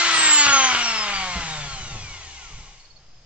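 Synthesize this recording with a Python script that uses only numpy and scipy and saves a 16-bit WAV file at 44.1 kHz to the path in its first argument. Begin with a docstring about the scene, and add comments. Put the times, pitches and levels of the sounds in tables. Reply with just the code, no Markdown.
"""At a wooden workbench, a small rotary tool, just switched off, coasts to a stop. It clacks down on
the wood and buzzes against it once a turn, while its fan whine falls through the casing's resonances,
the air rush dies away and the brushes rub ever more softly. Handling close to the microphone adds bumps
and rumble. In the quiet at the end something chirps four times, like a cricket, over a faint hiss."""
import sys
import numpy as np
from scipy import signal
from scipy.fft import rfft, irfft
from scipy.io import wavfile

SR = 44100
rng = np.random.default_rng(int(sys.argv[2]) if len(sys.argv) > 2 else 0)


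def inscribe(sig):
    """Save sig as 16-bit PCM at rate SR to the path in sys.argv[1].

    A 1-D sig is mono; a 2-D sig holds one channel per row.
    Samples are clipped to [-1, 1] before scaling.
    """
    pcm = np.round(np.clip(np.atleast_2d(sig).T, -1, 1) * 32767)
    wavfile.write(sys.argv[1], SR, pcm.astype(np.int16))


N = 143325

# Shaft spin-down: t/s, rotation f/Hz
SHAFT_SPEED = [(0, 347), (.1, 332), (.45, 286.5), (.8, 240.6), (1.14, 197.6), (1.7, 136.8), (2.3, 73.5),
               (2.97, 2)]
# Casing resonances: f/Hz, width/Hz, level/dB (all table levels are relative)
CASING_MODES = [(794, 69, 1.5), (1081.5, 57, 7.5), (1383, 101, 5), (2100, 252, 0), (2873, 77, 1.5),
                (3560, 870, -19), (6160, 860, -1)]
# How well the small housing radiates tones: f/Hz, level/dB
RADIATION_EQ = [(560, -5.5), (740, -1), (5000, 1), (6300, -2.5), (7500, 2)]
# Unbalance hum envelope: t/s, level/dB
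HUM_ENV = [(0, -41.5), (.45, -39), (1.0, -46.5), (1.3, -45.5), (1.68, -39), (1.8, -48), (2.2, -49),
           (2.5, -52)]
# Overtones of the eight-bladed fan: shaft multiple, level/dB
FAN_PARTIALS = [(8, -8), (16, -7), (32, 0), (40, -3), (48, -1), (56, -5), (64, -7)]
# Fan tone envelope: t/s, level/dB
FAN_ENV = [(0, -50), (1.85, -50), (2.5, -62), (2.9, -88)]
# Fan whistle envelope: t/s, level/dB
WHISTLE_ENV = [(.08, -30), (.2, -20), (.41, -18), (.47, -28), (.54, -22), (.6, -31), (.66, -33), (.71, -38),
               (.79, -42), (.86, -28), (.93, -42), (1.02, -30), (1.1, -47), (1.16, -35), (1.21, -35),
               (1.27, -46), (1.6, -44), (2.15, -52), (2.45, -66), (2.58, -71), (2.68, -63), (2.8, -85)]
# Motor and commutator tones: shaft multiple, level/dB
MOTOR_PARTIALS = [(2, -8), (3, -3), (4, -1.5), (5, -1.5), (6, -0.5), (10, -8), (12, -3)]
# Motor and bearing envelope: t/s, level/dB
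MOTOR_ENV = [(0, -37), (.55, -30), (.8, -37), (1.3, -43), (1.8, -55), (2.3, -66), (2.8, -85)]
# How hard the housing chatters: t/s, level/dB
CHATTER_ENV = [(0, -27.5), (.3, -22.5), (.44, -45.5), (.48, -23.5), (.75, -22), (.93, -34), (1.1, -27),
               (1.35, -36.5), (1.75, -49), (2.8, -75.5)]
# Colour of the scrapes and clacks: f/Hz, level/dB
CHATTER_EQ = [(400, -21), (800, -26.5), (1200, 4), (2000, 0.5), (3200, 6.5), (4200, -11), (8000, -11.5)]
# The housing hits the bench: t/s, level/dB
CLACK_HITS = [(.466, -8), (.481, -9), (.497, -9)]
# Air rush envelope: t/s, level/dB
AIR_ENV = [(0, -18), (.33, -19.5), (.44, -19.5), (.5, -22), (.9, -26), (1.15, -31), (1.5, -31.5),
           (1.9, -43.5), (2.9, -59.5)]
# Air rush colour: f/Hz, level/dB
AIR_EQ = [(40, -27.5), (130, -25.5), (330, -38), (620, -12.5), (1100, -0.5), (3100, -2.5), (4200, -1.5),
          (7600, -7.5)]
# Brush rub envelope: t/s, level/dB
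BRUSH_ENV = [(0, -30), (1.6, -37), (2.1, -39), (2.45, -40), (2.65, -44), (2.82, -51), (2.95, -62),
             (3.25, -87)]
# Brush rub colour: f/Hz, level/dB
BRUSH_EQ = [(260, -15.5), (380, 3.5), (600, -9), (850, 6), (1400, -8.5), (2200, 5), (7000, 2.5)]
# Bumps on the bench: t/s, level/dB, ring f/Hz, decay/s
BUMP_HITS = [(0.463, -26.5, 123, 0.025), (1.35, -25.5, 51.6, 0.035), (1.36, -30.5, 177, 0.04),
             (1.948, -30.5, 107, 0.02), (2.575, -40, 76.5, 0.013)]
# Handling rumble envelope: t/s, level/dB
RUMBLE_ENV = [(0, -61), (1.28, -44), (1.38, -46), (1.55, -40), (1.95, -34), (2.2, -47), (2.4, -55),
              (2.56, -39), (2.8, -57), (3.25, -51.5)]
# Handling rumble colour: f/Hz, level/dB
RUMBLE_EQ = [(30, 6), (70, -5.5), (140, -3), (300, -27), (700, -25), (2000, -80.5)]
# Chirp onsets: t/s, level/dB
CHIRP_PULSES = [(2.793, -56), (2.842, -55), (2.897, -54), (2.955, -54)]
# Colour of the hiss bed: f/Hz, level/dB
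HISS_EQ = [(100, -3), (300, 4), (800, 0.5), (1500, -13), (4200, -9), (5100, 5), (5700, -16), (6300, -3),
           (7600, -21)]
# The tool's stereo lean: f/Hz, left minus right level/dB
TOOL_PAN = [(300, 2.5), (950, 0), (1600, -0.5), (2800, 5.5), (4900, 1.5), (7000, -2.5)]

LAID_S, FREE_S = .466, .375  # touchdown; the grip loosens just before it
BUZZ_DB, FREE_BOOST_DB = -7, 6
SWELL_DB, SWELL_PER_S, FLUTTER_DEPTH, FLUTTER_PER_S = 3.2, 14, .28, 90
CHATTER_SCATTER_DB, SCRAPE_DECAY_TURNS, CLACK_DECAY_S = 1.7, .35, .0025
BUMP_REL_WIDTH, BUMP_ATTACK_S, BUMP_GRAIN = .9, .004, .6
CHIRP_HZ, CHIRP_SAG_HZ_PER_S, CHIRP_S, CHIRP_RIGHT_DB = 4500, 7000, .023, 4
ROOM_T60_S, PREDELAY_S, LEFT_LAG_S = .13, .002, .000062
CONVERTER_HZ, BAND_HZ, TOP_HZ = 16000, 7700, 8750
T = np.arange(N) / SR
FREQS = np.fft.rfftfreq(2 * N, 1 / SR) + 1e-3


def whine(speed, turns):
    """The falling tone layer: unbalance hum under motor and fan, which sound through the casing."""
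    hum = np.sqrt(2) * np.sin(2 * np.pi * turns) * envelope(HUM_ENV)
    tones = motor(speed, turns) + fan(speed, turns)
    return hum + shape(tones, casing() * colour(RADIATION_EQ))


def motor(speed, turns):
    """Motor and commutator tones, with a bearing buzz that jumps up while the grip is loose."""
    tones = sum(undb(db) * partial(k, speed, turns) for k, db in MOTOR_PARTIALS)
    buzz = sum(partial(k, speed, turns) / np.sqrt(k / 7) for k in range(7, 23))
    loose = (T > FREE_S) & (T < LAID_S)
    return (tones + buzz * undb(BUZZ_DB + FREE_BOOST_DB * loose)) * envelope(MOTOR_ENV)


def fan(speed, turns):
    """Blade-pass harmonics; the third whistles on its own envelope."""
    blades = sum(undb(db) * partial(k, speed, turns) for k, db in FAN_PARTIALS)
    return blades * envelope(FAN_ENV) + partial(24, speed, turns) * envelope(WHISTLE_ENV)


def partial(multiple, speed, turns):
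    """One tone locked to the shaft, swelling slowly and fluttering fast; muted above the band."""
    swell = undb(SWELL_DB * wander(SWELL_PER_S))
    flutter = 1 + FLUTTER_DEPTH * (wander(FLUTTER_PER_S) + 1j * wander(FLUTTER_PER_S))
    in_band = np.clip((CONVERTER_HZ / 2 - multiple * speed) / 200, 0, 1)
    carrier = np.exp(2j * np.pi * (multiple * turns + rng.random()))
    return np.sqrt(2) * in_band * np.imag(swell * flutter * carrier)


def casing():
    """The tool's body: whatever sweeps through a resonance flares up."""
    return 1 + sum(undb(db) * resonance(hz, width) for hz, width, db in CASING_MODES)


def chatter(turns):
    """Once a turn the housing scrapes, never twice alike; it clacks as it is laid down."""
    strength = undb(CHATTER_SCATTER_DB * rng.standard_normal(N))[turns.astype(int)]
    scrapes = unit(strength * np.exp(-(turns % 1) / SCRAPE_DECAY_TURNS)) * envelope(CHATTER_ENV)
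    clacks = sum(undb(db) * fade(start, CLACK_DECAY_S) for start, db in CLACK_HITS)
    return noise(colour(CHATTER_EQ) * casing()) * np.hypot(scrapes, clacks)


def air_rush():
    """The fan pushes air through the vents: a broad, dying whoosh."""
    return noise(colour(AIR_EQ)) * envelope(AIR_ENV)


def brushes(turns, ripple_depth=.17):
    """The brushes rub and ring the casing, their rub rippling eight times a turn."""
    ripple = 1 + ripple_depth * np.sin(2 * np.pi * 8 * turns)
    rub = shape(rng.standard_normal(N) * ripple, colour(BRUSH_EQ) * casing())
    return unit(rub) * envelope(BRUSH_ENV)


def handling():
    """Close, mono low end: handling rumble and dull, grainy bumps on the bench."""
    out = noise(colour(RUMBLE_EQ)) * envelope(RUMBLE_ENV)
    for start, db, hz, decay in BUMP_HITS:
        grain = noise(resonance(hz, hz * BUMP_REL_WIDTH) * resonance(hz, 1200))
        ring = np.sin(2 * np.pi * hz * (T - start)) + BUMP_GRAIN * grain
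        out += undb(db) * ring * (fade(start, decay) - fade(start, BUMP_ATTACK_S))
    return out


def chirps():
    """Four short cricket-like pulses, each sagging in pitch."""
    out = 0
    for start, db in CHIRP_PULSES:
        age = np.clip(T - start, 0, CHIRP_S)
        cycles = age * (CHIRP_HZ - CHIRP_SAG_HZ_PER_S * age / 2)
        out += undb(db) * np.sin(np.pi * age / CHIRP_S) * np.sin(2 * np.pi * cycles)
    return 2 * out


def hiss(level_db=-57):
    """A faint, steady noise bed."""
    return noise(colour(HISS_EQ)) * undb(level_db)


def workshop(x, room_db):
    """Adds the short reverb tail of a cluttered room."""
    tail = rng.standard_normal((2, N)) * fade(PREDELAY_S, ROOM_T60_S / np.log(1000))
    tail /= np.sqrt(np.sum(tail ** 2, axis=1, keepdims=True))
    return stereo(x, shape(x, rfft(tail, 2 * N)), room_db)


def stereo(direct, room, room_db):
    """Direct sound reaches the left a touch late; the room's bass is thinned and near mono."""
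    left, right = rfft(room, 2 * N)
    alike = 1 / (1 + (FREQS / 1300) ** 2)
    low_cut = 1 / (1 + (400 / FREQS) ** 2)
    diffuse = np.array([left, alike * left + np.sqrt(1 - alike ** 2) * right]) * low_cut
    near = rfft(direct, 2 * N) * np.exp(-2j * np.pi * FREQS * np.array([[LEFT_LAG_S], [0]]))
    return irfft(near + undb(room_db) * diffuse)[:, :N] / np.sqrt(1 + undb(room_db) ** 2)


def undb(db):
    """Decibels to gain."""
    return 10 ** (np.asarray(db) / 20)


def curve(rows):
    """Straight ramps between breakpoints in time."""
    return np.interp(T, *np.array(rows).T)


def envelope(rows):
    """Gain over time from rows of t/s, level/dB."""
    return undb(curve(rows))


def fade(start, decay):
    """Hard attack, exponential decay."""
    return (T >= start) * np.exp(-np.abs(T - start) / decay)


def wander(rate):
    """Random drift with `rate` breakpoints a second."""
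    return np.interp(T * rate, np.arange(999), rng.standard_normal(999))


def colour(rows):
    """EQ curve from rows of f/Hz, level/dB."""
    hz, db = np.array(rows).T
    return undb(np.interp(np.log(FREQS), np.log(hz), db))


def resonance(hz, width):
    """Response of one damped resonance."""
    return 1 / (1 + 1j * (FREQS ** 2 - hz ** 2) / (FREQS * width))


def shape(x, response):
    """Filter by a frequency response."""
    return irfft(rfft(x, 2 * N) * response)[..., :N]


def unit(x):
    """Scale to rms 1."""
    return x / np.sqrt(np.mean(x ** 2))


def noise(response):
    """Coloured noise of rms 1."""
    return unit(shape(rng.standard_normal(N), response))


def scene():
    """The mix: tool and handling up front, chirps and hiss behind."""
    speed = curve(SHAFT_SPEED)
    turns = np.cumsum(speed) / SR
    # Three layers of each noise: one direct, two for the room.
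    rush = np.array([brushes(turns) + air_rush() for _ in range(3)])
    bed = np.array([hiss() for _ in range(3)])
    tool = workshop(whine(speed, turns), room_db=-12) + workshop(chatter(turns), room_db=-4)
    tool += stereo(rush[0], rush[1:], room_db=-.5)
    lean = np.sqrt(colour(TOOL_PAN))
    background = workshop(chirps(), room_db=-1) * undb([[0], [CHIRP_RIGHT_DB]])
    background += stereo(bed[0], bed[1:], room_db=17)
    return shape(tool, np.array([lean, 1 / lean])) + handling() + background


def record(dry, image_db=-27.5):
    """Narrow-band finish: the top of the band is faintly mirrored upwards, then cut."""
    band = shape(dry, 1 / np.sqrt(1 + (FREQS / BAND_HZ) ** 90))
    image = undb(image_db) * 2 * band * np.cos(2 * np.pi * CONVERTER_HZ * T)
    high_cut = signal.ellip(10, .2, 80, TOP_HZ, fs=SR, output="sos")
    return signal.sosfilt(high_cut, band + image)


dry = scene()
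out = record(dry)
inscribe(out)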